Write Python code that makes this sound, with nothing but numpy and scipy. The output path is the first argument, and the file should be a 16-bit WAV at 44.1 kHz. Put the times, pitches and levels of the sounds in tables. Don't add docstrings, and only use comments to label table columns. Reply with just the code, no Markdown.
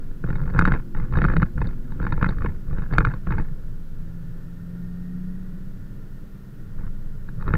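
import sys
import numpy as np
from scipy import signal
from scipy.fft import rfft, irfft, next_fast_len
from scipy.io import wavfile
from scipy.ndimage import uniform_filter1d

SR = 44100
rng = np.random.default_rng(int(sys.argv[2]) if len(sys.argv) > 2 else 0)


def digitize_waveform(pressure):
    field = np.atleast_2d(pressure).T
    bounded = np.clip(field, -1, 1)
    quanta = np.round(bounded * 32767).astype(np.int16)
    wavfile.write(sys.argv[1], SR, quanta)


N = 333837
T = np.arange(N) / SR


def gain_of(db):
    return 10 ** (np.asarray(db) / 20)


def unit_rms(x):
    return x / np.sqrt(np.mean(x ** 2) + 1e-20)


def column(rows, index):
    rows = np.array(rows)
    return np.interp(T, rows[:, 0], rows[:, index])


def coloured(spectrum):
    size = next_fast_len(N)
    hz, db = np.transpose(spectrum)
    bins_hz = np.fft.rfftfreq(size, 1 / SR)
    shape_db = np.interp(np.log(bins_hz + 1), np.log(hz + 1), db, left=-90, right=-90)
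    return unit_rms(irfft(rfft(rng.standard_normal(size)) * gain_of(shape_db), size)[:N])


def drift(rate_hz):
    return coloured([(.2, 0), (rate_hz, -6), (2 * rate_hz, -40)])


def resonate(x, hz, width_hz):
    carrier = np.exp(2j * np.pi * np.cumsum(hz * np.ones(len(x))) / SR)
    pole = np.exp(-np.pi * width_hz / SR)
    return 2 * (carrier * signal.lfilter([1 - pole], [1, -pole], x / carrier)).real


# (start [s], length [s], shake level [dB], jolt level [dB])
RUTS = [(0.251, 0.29, -24, -26.5), (0.564, 0.19, -19.5, -21), (0.95, 0.091, -21.5, -28.5),
        (1.126, 0.29, -20, -20.5), (1.566, 0.11, -27, -25), (2.004, 0.16, -35, -27),
        (2.202, 0.098, -39, -23), (2.38, 0.12, -36, -26.5), (2.69, 0.14, -21, -28.5),
        (2.92, 0.17, -26.5, -21.5), (3.282, 0.12, -27, -25), (6.786, 0.084, -35, -35.5),
        (7.382, 0.072, -32.5, -32.5), (7.462, 0.18, -35, -23.5)]
# (time [s], shake level [dB], jolt level [dB])
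TRACK = [(0, -26, -37.5), (.86, -53.5, -55.5), (1.92, -25.5, -36), (2.6, -29, -40), (3.6, -28.5, -39.5),
         (4.2, -31.5, -48.5), (4.75, -37, -47), (5.1, -32.5, -47), (5.8, -31.5, -44), (6.5, -41.5, -48.5),
         (6.78, -26.5, -44), (7.15, -29.5, -42), (7.57, -30, -44)]
SHAKE, JOLT = 1, 2
RISE_DB_PER_S, SETTLE_DB_PER_S = 501, {SHAKE: 124, JOLT: 251}


def ride_db(motion):
    t = T[::64]
    power = gain_of(column(TRACK, motion)[::64]) ** 2
    for start, length, *levels_db in RUTS:
        before_db = RISE_DB_PER_S * np.maximum(start - t, 0)
        after_db = SETTLE_DB_PER_S[motion] * np.maximum(t - start - length, 0)
        power += gain_of(levels_db[motion - 1] - before_db - after_db) ** 2
    return np.interp(T, t, 10 * np.log10(power))


# (frequency [Hz], relative level [dB])
GLASS_RUMBLE = [(20, -19), (45, -1.5), (64, -3), (170, -5.5), (226, -20), (316, -31.5), (500, -26),
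                (700, -44)]


def body_shake():
    jolt_db, shake_db = ride_db(JOLT), ride_db(SHAKE)
    against_stops = np.clip((jolt_db + 45) / 15, 0, 1)
    swing_hz = (18.0 - 2.5 * against_stops) * (1 + 0.0472 * drift(3.14))
    phase = 2 * np.pi * np.cumsum(swing_hz) / SR
    swing = gain_of(shake_db + 2.3 * drift(10.2)) * np.sin(phase)
    octave = gain_of(jolt_db - 1.5) * np.cos(2 * phase)
    rumble = gain_of(jolt_db - 1.0) * coloured(GLASS_RUMBLE)
    return np.sqrt(2) * (swing + octave) + rumble


# (time [s], crank speed [turns/s], load level [dB])
ENGINE = [(0, 41.5, -52.5), (1.5, 39, -49.5), (1.9, 42.7, -49), (2.4, 41.3, -53.5), (3.7, 26.2, -57),
          (4.06, 27.6, -50), (4.57, 28.6, -53), (5.18, 30, -48.5), (5.7, 31.4, -53), (6.18, 32.5, -56),
          (6.76, 33.3, -55), (7.57, 32.1, -55)]
# (order [multiple of crank speed], relative level [dB])
CRANK_ORDERS = [(3, 1), (4, -2), (5, -1), (5.5, -6), (6, 1), (7, -7), (8.5, -9), (9, -9.5)]
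BOOM_HZ, GEAR_TEETH, WHIRR_HZ = 178, (62.5, 56.), 1830


def engine():
    speed = column(ENGINE, index=1) * (1 + 0.001 * drift(1.1))
    load = gain_of(column(ENGINE, index=2))
    turns = np.cumsum(speed) / SR
    hum = np.zeros(N)
    for order, db in CRANK_ORDERS:
        boom = 1 + 5.75 * (order == 6) / (1 + ((order * speed - BOOM_HZ) / 7.1) ** 2)
        waver_db = (1.2 if order == 6 else 3.5) * drift(3.74)
        hum += gain_of(db + waver_db) * boom * np.sin(2 * np.pi * (order * turns + rng.random()))
    whirr = sum(unit_rms(resonate(rng.standard_normal(N), teeth * speed, 32)) for teeth in GEAR_TEETH)
    for _ in range(2):
        whirr = resonate(whirr, WHIRR_HZ, width_hz=220)
    return np.sqrt(2) * load * (hum + gain_of(-19) * whirr)


# (frequency [Hz], relative level [dB])
CAB_SPECTRUM = [(26, 3.5), (71, -13.5), (126, 2.5), (200, -9.5), (304, -14.5), (430, -18.5), (580, -25.5),
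                (740, -33), (1270, -31.5), (1420, -25), (1590, -32), (1800, -33.5), (2290, -48.5),
                (5500, -56)]


def cab_noise():
    level_db = -42 + .6 * drift(3.)
    noise = coloured(CAB_SPECTRUM)
    turns = np.cumsum(column(ENGINE, index=1)) / SR
    chug = .5 * np.sin(np.pi * turns + drift(2.))
    return gain_of(level_db) * (noise + chug * resonate(noise, hz=140, width_hz=120))


def circuits():
    hiss = gain_of(-66.0) * coloured([(300, 7), (3000, 3.0), (8000, -3.5), (16000, -4.5)])
    switch = np.tanh(8 * np.sin(2 * np.pi * 41.4 * T))
    whine = switch * np.sin(2 * np.pi * 13419.5 * T)
    return hiss + gain_of(-70.5) * whine


KNOCK_SAMPLES = 2600


def ring(modes, chance, spread_db, detune, rise_s):
    t = np.arange(KNOCK_SAMPLES)[:, None] / SR
    hz, db, t60 = np.transpose(modes)
    share, tune, sign = chance
    envelopes = gain_of(db + spread_db * share - 60 * t / t60)
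    waves = np.sign(sign) * np.sin(2 * np.pi * hz * (1 + detune * tune) * t)
    return (envelopes * waves).sum(1) * (1 - np.exp(-t[:, 0] / rise_s))


# (frequency [Hz], relative level [dB], time to fall 60 dB [s])
CASE_MODES = [(880.6, -14.5, 0.034), (1092, 0.5, 0.0092), (1406, 5.5, 0.008), (1706, -2.5, 0.012),
              (1930, -16.5, 0.0083), (2130, -18.5, 0.018), (2480, -23, 0.018), (2970, -32.5, 0.014),
              (3340, -38, 0.013), (3753, -3.5, 0.02), (4210, -8, 0.012), (4560, -9, 0.016)]
# (frequency [Hz], relative level [dB], time to fall 60 dB [s])
MOUNT_MODES = [(140.7, -1, 0.059), (173, -1.5, 0.072), (311, -5.5, 0.037), (479, -13, 0.044),
               (562, -22.5, 0.043), (690, -21, 0.028)]
CHANCE_SHAPE = (3, len(CASE_MODES) + len(MOUNT_MODES) + 1)
BRIGHT_HZ, BUZZ_S, CRACK_S = 3550, 0.0049, .0014
HARD_DB, SIDE_MODES = -18, (0, 1, 3)
CONTACTS, CLUSTER_S, LEAD_S = 3, .008, .005


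def knock(tick_db, thud_db, bright_db, chance):
    t = np.arange(KNOCK_SAMPLES) / SR
    tight_db = -0.99 * max(tick_db - HARD_DB, 0)
    case = [(hz, db + bright_db * (hz > BRIGHT_HZ) + tight_db * (k in SIDE_MODES), t60)
            for k, (hz, db, t60) in enumerate(CASE_MODES)]
    spread_db = np.clip(-tick_db / 9, .8, 2.6)
    rise_s = np.clip(-tick_db / 12, .9, 1.8) / 1000
    tick = ring(case, chance[:, :len(case)], spread_db, detune=.012, rise_s=rise_s)
    thud = ring(MOUNT_MODES, chance[:, len(case):-1], spread_db=2., detune=.03, rise_s=.0015)
    crack = resonate(rng.standard_normal(len(t)) * np.exp(-t / CRACK_S), hz=4600, width_hz=2600)
    buzz = signal.fftconvolve(tick, rng.standard_normal(len(t)) * np.exp(-t / BUZZ_S))[:len(t)]
    tick = tick / abs(tick).max() + gain_of(-11 + tight_db) * buzz / abs(buzz).max()
    tick += gain_of(-13 + 2.8 * tick_db) * crack
    cluster = sum((2 * size - 1) * np.interp(t - CLUSTER_S * delay, t, tick, left=0)
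                  for delay, size in rng.random((2, CONTACTS)).T)
    thud_db = min(thud_db, tick_db + 13)
    blow = gain_of(tick_db) * tick + gain_of(thud_db) * thud / abs(thud).max()
    return np.interp(t - LEAD_S, t, blow, left=0) + gain_of(tick_db - 9 + tight_db) * cluster


CLEAR_S, CHATTER_KINDS = .015, 10


def chatter():
    jolt_db = ride_db(JOLT)
    rebound_hz = 88 * np.exp(.6 * drift(40.))
    rebounds = np.diff(np.cumsum(rebound_hz) / SR // 1, prepend=0) > 0
    main_onsets = np.zeros(N)
    main_onsets[(np.array(MAIN_KNOCKS)[:, 0] * SR).astype(int) - round(LEAD_S * SR)] = 1
    free = uniform_filter1d(main_onsets, round(CLEAR_S * SR)) < 1e-6
    touches = rng.random(N) < np.clip((jolt_db + 41) / 5, 0, 1)
    strength = gain_of(1.194 * jolt_db + 22.5 + 3.86 * rng.standard_normal(N))
    impulses = strength * rebounds * touches * free
    kind = rng.integers(0, CHATTER_KINDS, N)
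    out = np.zeros(N)
    for k, chance in enumerate(rng.standard_normal((CHATTER_KINDS, *CHANCE_SHAPE))):
        small_knock = knock(-27.5, -31.5, -31 + 6.0 * chance[0, -1], chance)
        out += signal.oaconvolve(impulses * (kind == k), small_knock)[:N]
    return out


# (time [s], tick level [dB], thud level [dB], bright-mode gain [dB])
MAIN_KNOCKS = [(0.2399, -28, -20, -40.0), (0.2873, -32.5, -22, -27), (0.304, -26.5, -24, -24),
               (0.3285, -30.5, -27.5, -26), (0.356, -27.5, -27, -19), (0.415, -34, -37, -19),
               (0.4776, -31.5, -27, -43), (0.548, -22.5, -20, -33.0), (0.562, -21.5, -24, -41),
               (0.591, -4.0, -11.5, -27), (0.612, -13, -26, -28), (0.6215, -15, -15.5, -34),
               (0.653, -6.5, -23, -27), (0.6755, -14.5, -11, -30), (0.683, -20, -20, -30),
               (0.72, -12, -16, -33), (0.7388, -18, -19.5, -28), (0.7493, -21.5, -21.5, -36),
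               (0.9495, -27, -26.5, -34), (0.9722, -33, -31, -30), (0.9862, -35, -33, -30),
               (0.999, -28.5, -33, -25), (1.014, -37, -34, -30), (1.1245, -28, -25, -21),
               (1.1556, -20.5, -27, -26), (1.1721, -18.5, -12.5, -23), (1.1874, -16.5, -17.5, -34),
               (1.2181, -13.0, -13.5, -32), (1.2415, -12, -14.5, -29.5), (1.25, -10, -13, -34.5),
               (1.2846, -15.5, -29, -30), (1.3, -18, -19, -32), (1.3363, -20.5, -17.5, -25),
               (1.3664, -11.5, -16, -24.5), (1.4002, -26, -42, -25), (1.421, -17.5, -15.5, -23),
               (1.4285, -11, -14, -35), (1.579, -26.5, -20.5, -44), (1.617, -20.5, -19.5, -30),
               (1.6709, -33, -27, -6.5), (1.9205, -34, -33, -18), (2.0002, -27.5, -22.5, -38),
               (2.028, -27.5, -25.5, -18), (2.05, -27.5, -20, -23), (2.067, -16, -20, -28),
               (2.124, -18.5, -17, -20), (2.1773, -28.5, -29, -35), (2.2132, -23, -24, -31),
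               (2.2274, -11, -10, -32), (2.244, -11.5, -27, -33.0), (2.2629, -18, -14.5, -34),
               (2.2896, -23, -15, -6), (2.3842, -26.5, -39, -21.5), (2.4205, -23.5, -42, -33),
               (2.4463, -23.5, -19, -28), (2.4612, -20, -22, -35), (2.7291, -37, -29.5, -30),
               (2.7499, -40, -34, -30), (2.7836, -27.5, -23.5, -29), (2.808, -39, -32, -28),
               (2.925, -26, -22, -17), (2.9509, -25.5, -24, -37.0), (2.983, -3.5, -12.5, -25.5),
               (3.0066, -14, -17.5, -33), (3.0166, -20.5, -36, -37), (3.0499, -7.5, -20, -27.5),
               (3.0703, -19, -20, -37), (3.0863, -29, -32, -25), (3.138, -27.5, -23, -15.5),
               (3.2708, -28.5, -22, -29.5), (3.306, -21, -19.5, -24), (3.3227, -19.5, -26, -34),
               (3.3368, -27, -28, -34.0), (3.3822, -22.5, -19.5, -28), (3.398, -28.5, -19, -25),
               (6.808, -42, -40, -30), (6.835, -42.5, -34, -30), (7.2882, -35, -32.5, -20),
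               (7.4108, -33, -39, -22), (7.4245, -30, -40, -15), (7.4785, -20, -18, -25),
               (7.4888, -27, -19.5, -37.0), (7.505, -27, -27, -35), (7.538, -12.5, -11, -32),
               (7.552, -20, -19, -35)]


def main_knocks():
    out = np.zeros(N + KNOCK_SAMPLES)
    chances = rng.standard_normal((len(MAIN_KNOCKS), *CHANCE_SHAPE))
    for (time_s, *levels_db), chance in zip(MAIN_KNOCKS, chances):
        start = round((time_s - LEAD_S) * SR)
        out[start:start + KNOCK_SAMPLES] += knock(*levels_db, chance)
    return out[:N]


def scene():
    return (main_knocks() + chatter() + body_shake() + engine() + cab_noise())[None]


def record(dry):
    clipped = np.clip(dry, -.72, .72)
    lowpass = signal.firwin(511, cutoff=15780, window=("kaiser", 9), fs=SR)
    return signal.oaconvolve(clipped + circuits(), lowpass[None], "same")


dry = scene()
out = record(dry)
digitize_waveform(out)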